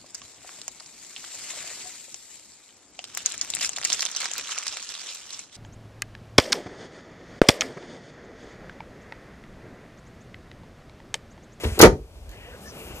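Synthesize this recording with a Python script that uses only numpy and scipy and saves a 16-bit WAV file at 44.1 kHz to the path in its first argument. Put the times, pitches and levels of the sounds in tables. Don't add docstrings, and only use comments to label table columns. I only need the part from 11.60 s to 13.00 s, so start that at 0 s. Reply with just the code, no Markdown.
import sys
import numpy as np
from scipy import signal
from scipy.fft import rfft, irfft
from scipy.io import wavfile
from scipy.ndimage import uniform_filter1d

SR = 44100
rng = np.random.default_rng(int(sys.argv[2]) if len(sys.argv) > 2 else 0)


def gain_from_decibels(decibels):
    exponent = np.asarray(decibels, float) / 20
    return 10 ** exponent


def generate_wav(sig):
    pcm = np.round(np.clip(np.atleast_2d(sig).T, -1, 1) * 32767).astype(np.int16)
    wavfile.write(sys.argv[1], SR, pcm)


N = 61739
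T = np.arange(N) / SR
FREQ = np.maximum(np.fft.rfftfreq(N, 1 / SR), 1)
PORT_SIGN = np.array([[1], [-1]])

# (time [s], panel level [dB], catch snap level [dB], ring t60 [s], contact length [ms])
CONTACTS = [(0.0358, -26.5, -38.5, 0.06, 0.9), (0.0421, -29.5, -34, 0.024, 0.17),
            (.052, -27.5, -60.5, 0.087, 0.89), (.176, -31, -71, 0.041, 2.7), (0.1812, -22, -72, 0.089, 3.5),
            (.191, -27, -16.5, 0.05, .4), (.195, -15.5, -17, 0.019, .2), (.2, -10.5, -34.5, 0.0083, 0.23),
            (.2035, -1.5, -51, 0.011, .9), (.213, -10.5, 0.5, 0.082, 0.15), (0.2177, -8.5, -6.5, 0.044, .3),
            (.227, 1, -22.5, 0.013, 0.15), (.23, 10.5, -29.5, 0.091, 0.51), (.243, 1, -18.5, 0.03, 1.1),
            (0.254, 2.5, -31, 0.071, 2), (.262, -5, -21.5, 0.11, 1.5), (.274, -4, -46, 0.14, 2.4),
            (0.298, -12.5, -44, 0.02, 2.6), (0.329, -27, -51, 0.2, 0.87), (0.6929, -55, -41, .02, 0.35),
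            (0.715, -64, -42.5, 0.022, 0.24)]
# (frequency [Hz], level [dB], t60 [s])
PANEL_MODES = [(317, -9.5, 0.053), (363.3, -5, .18), (399, -1, .2), (445, 2.5, 0.18), (510, -10, 0.084),
               (555, -16, 0.08), (619.6, -7.5, 0.081), (716, -7, 0.13), (913, -9.5, 0.2),
               (1100, -16.5, 0.18), (1227, -14, 0.1), (1420, -21.5, .14), (1727, -20, 0.26),
               (2200, -24, 0.033)]
# (frequency [Hz], density [dB per Hz])
SNAP_SPECTRUM = [(800, -38), (3000, 1.5), (5500, 2.5), (7000, -1), (8500, -7.5), (11000, -1), (14000, -1.5)]
# (frequency [Hz], density [dB per Hz])
KNOCK_SPECTRUM = [(250, -34.5), (340, -19), (420, -3), (560, -11), (1000, -10.5), (2200, -12.5),
                  (2900, -20.5), (9000, -29.5)]
# (time [s], level [dB], frequency [Hz], t60 [s])
CARCASS_BOOMS = [(0.048, -7, 76, 0.067), (.048, -27, 224.3, .25), (0.065, -13.5, 84.8, 0.12),
                 (.118, -10, 70.6, 0.064), (0.195, -12, 80, 0.1), (0.212, -11, 121, 0.27),
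                 (0.224, -4, 191.5, 0.25), (0.246, -8, 154.7, .14), (.24, 1, 77.1, 0.096),
                 (.268, 7, 52.7, .1), (.272, -9, 193, 0.15), (0.32, -14, 141.7, 0.225),
                 (0.325, -1.5, 78.5, 0.08), (0.395, -14, 58, 0.14), (.435, -18, 62, 0.074)]
# (time [s], level [dB], frequency [Hz], t60 [s])
FOOT_THUMPS = [(0.621, -29, 48, .06), (.668, -25.5, 60, 0.21), (.688, -16, 51.6, 0.096),
               (0.776, -25, 95, .06), (0.843, -31, 71.4, 0.055), (0.919, -27.5, 72, .1),
               (1.092, -44, 44.5, 0.12), (1.248, -31.5, 60, 0.14), (1.303, -18.5, 60, 0.033),
               (1.336, -18, 54.3, 0.037), (1.367, -30, 40, 0.14)]
# (frequency [Hz], t60 [s])
CABIN_DECAY = [(100, 0.38), (500, 0.24), (2000, 0.16), (8000, 0.21), (14000, 0.033)]
# (time [s], length [s], level
# [dB], centre [Hz], width [Hz])
BRUSHES = [(-.10, 0.35, -43, 2200, 1935), (-.09, 0.31, -46.5, 6500, 6000), (.036, 0.02, -28.5, 2756, 1480),
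           (0.647, 1.44, -53.5, 1100, 900), (0.671, 0.31, -49, 1870, 354), (0.698, .28, -49, 2740, 600),
           (0.722, 0.19, -48, 617, 245), (0.79, 1.1, -67.5, 7990, 6000), (0.857, 0.02, -61, 1823, 60),
           (0.879, 0.03, -40, 470, 40), (0.907, .06, -49, 1600, 250), (0.938, 0.017, -41.5, 488, 40),
           (1.003, 0.074, -52.5, 10130, 6000), (1.008, 0.047, -45, 229.7, 29.5),
           (1.054, 0.063, -49, 5590, 1100), (1.04, 0.057, -49.5, 1764, 60), (1.111, 0.35, -48.5, 2650, 620),
           (1.131, 0.21, -51, 11420, 7560), (1.17, .11, -47.5, 457, 60), (1.335, 0.15, -55, 6600, 2000),
           (1.344, .12, -51.5, 12000, 2000)]
# (frequency [Hz], density [dB per Hz])
AIR_SPECTRUM = [(71, -43.5), (120, -5.5), (331, -9.5), (366, -7), (534, -8.5), (1480, -22), (1990, -27),
                (2430, -22.5), (14000, -35)]

PANEL_LOW_HZ, PANEL_LEVEL_SCATTER_DB, PANEL_PITCH_SCATTER = 330, 2.5, 0.0072
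KNOCK_DB, KNOCK_T60_S = -5, 0.036
SNAP_T60_S, CRACK_DB, CRACK_T60_S = 0.019, 3, 0.0062
ROOM_DB, ROOM_TILT, ROOM_ALIKE_HZ, ROOM_DELAY_S = -3, 0.57, 900, 0.0022
AIR_DB, AIR_FLICKER_DB = -44, 0.5
RUMBLE_HZ, RUMBLE_WIDTH_HZ, RUMBLE_DB = 60, 47, -35.5
RUMBLE_SWING_DB, RUMBLE_FADE_DB_S = 0.5, -19
BASS_SIDE_DB = -16
PORT_LAG_S, PORT_TILT_DB = 1.3e-4, 10
DUCK_S, DUCK_DB, DUCK_FALL_S, HOLD_S, RECOVER_DB_S = 0.24, -11, 0.05, 0.19, 14.5
MIC_LOW_HZ, TOP_HZ = 40, 14050
CLIP_LEVEL, CLIP_KNEE = 0.94, 6


def door():
    out = np.zeros(N)
    snap = noise(SNAP_SPECTRUM)[0]
    knock = noise(KNOCK_SPECTRUM)[0]
    for t0, panel_db, snap_db, ring_s, contact_ms in CONTACTS:
        wood = panel(t0, ring_s) + gain_from_decibels(KNOCK_DB) * knock * fade(t0, KNOCK_T60_S)
        catch = snap * (fade(t0, SNAP_T60_S) + gain_from_decibels(CRACK_DB) * fade(t0, CRACK_T60_S))
        out += soften(gain_from_decibels(panel_db) * wood, contact_ms) + gain_from_decibels(snap_db) * catch
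    return signal.sosfilt(signal.butter(2, PANEL_LOW_HZ, "high", fs=SR, output="sos"), out)


def panel(t0, ring_s):
    out = np.zeros(N)
    for hz, db, t60 in PANEL_MODES:
        level_chance, pitch_chance = rng.standard_normal(2)
        mode_hz = hz * (1 + PANEL_PITCH_SCATTER * pitch_chance)
        mode_db = db + PANEL_LEVEL_SCATTER_DB * level_chance
        out += gain_from_decibels(mode_db) * ring(t0, mode_hz, ring_s * t60 / 0.33)
    return out


def soften(x, contact_ms):
    samples = contact_ms * SR / 1000
    soft = np.exp(-2 / (samples / 4 + 1))
    return signal.lfilter([1 - soft], [1, -soft], x)


def booms():
    out = np.zeros(N)
    for events in (CARCASS_BOOMS, FOOT_THUMPS):
        for t0, db, hz, t60 in events:
            build_up = 1 - fade(t0, 3 / hz)
            out += gain_from_decibels(db) * ring(t0, hz, t60) * build_up
    return out


def room(x):
    hz, t60 = np.array(CABIN_DECAY).T
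    tail = np.zeros((2, N))
    for f in 70 * 2 ** np.arange(0, 8, 0.5):
        mid, side = band(f, f / 4, channels=2)
        pair = mid + min(f / ROOM_ALIKE_HZ, 1) ** 2.5 * side * PORT_SIGN
        tail += f ** ROOM_TILT * pair * fade(ROOM_DELAY_S, np.interp(np.log(f), np.log(hz), t60))
    tail = tail[:, :SR // 2] / np.sqrt(np.sum(tail ** 2) / 2)
    return gain_from_decibels(ROOM_DB) * signal.fftconvolve(x[None], tail)[:, :N]


def rustles():
    out = np.zeros(N)
    for t0, length, db, hz, width in BRUSHES:
        swell = np.sin(np.pi * np.clip((T - t0) / length, 0, 1)) ** 0.4
        out += gain_from_decibels(db + 1.9 * walk(40)) * swell * band(hz, width)[0]
    return out


def air():
    mid, left, right = noise(AIR_SPECTRUM, channels=3)
    apart = irfft(rfft(np.array([left, right])) * np.clip(FREQ / 2500, 0, 0.8), N)
    return gain_from_decibels(AIR_DB + AIR_FLICKER_DB * walk(24)) * (ports(mid) + apart)


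def rumble():
    level_db = RUMBLE_DB + RUMBLE_FADE_DB_S * np.abs(T - 0.5) + RUMBLE_SWING_DB * walk(30)
    return gain_from_decibels(level_db) * band(RUMBLE_HZ, RUMBLE_WIDTH_HZ)[0]


def ports(x):
    advance = np.exp(1j * np.pi * FREQ * PORT_LAG_S * PORT_SIGN)
    tilt = gain_from_decibels(PORT_SIGN * PORT_TILT_DB * FREQ / 20000)
    return irfft(rfft(x) * advance * tilt, N)


def ring(t0, hz, t60):
    return fade(t0, t60) * np.sin(2 * np.pi * hz * (T - t0))


def fade(t0, t60):
    return (T >= t0) * gain_from_decibels(-60 * np.maximum(T - t0, 0) / t60)


def noise(table, channels=1):
    hz, db = np.array(table).T
    colour = gain_from_decibels(np.interp(np.log(FREQ), np.log(hz), db, left=-60))
    return unit(irfft(rfft(rng.standard_normal((channels, N))) * colour, N))


def band(hz, width, channels=1):
    bell = np.exp(-((FREQ - hz) / width) ** 2)
    return unit(irfft(rfft(rng.standard_normal((channels, N))) * bell, N))


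def walk(rate):
    k = int(SR / rate)
    return unit(uniform_filter1d(uniform_filter1d(rng.standard_normal(N), k), k))


def unit(x):
    return x / np.sqrt(np.mean(x ** 2))


def scene():
    close = door()
    bass = booms() + rumble()
    lean = 1 + gain_from_decibels(BASS_SIDE_DB) * walk(60) * PORT_SIGN
    return ports(close + rustles()) + room(close) + air() + bass * lean


def roll_off(x):
    return signal.sosfilt(signal.butter(12, 14420, fs=SR, output="sos"), x)


def record(dry):
    duck = DUCK_DB * np.clip((T - DUCK_S) / DUCK_FALL_S, 0, 1)
    recovery = np.maximum(T - DUCK_S - HOLD_S, 0) * RECOVER_DB_S
    gain_db = np.minimum(duck + recovery, 0)
    x = signal.sosfilt(signal.butter(3, MIC_LOW_HZ, "high", fs=SR, output="sos"), dry)
    x = x * gain_from_decibels(gain_db) / CLIP_LEVEL
    x = CLIP_LEVEL * x / (1 + np.abs(x) ** CLIP_KNEE) ** (1 / CLIP_KNEE)
    x = signal.sosfilt(signal.ellip(8, 0.2, 70, TOP_HZ, fs=SR, output="sos"), x)
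    return roll_off(np.clip(x, -1, 1))


dry = scene()
out = record(dry)
generate_wav(out)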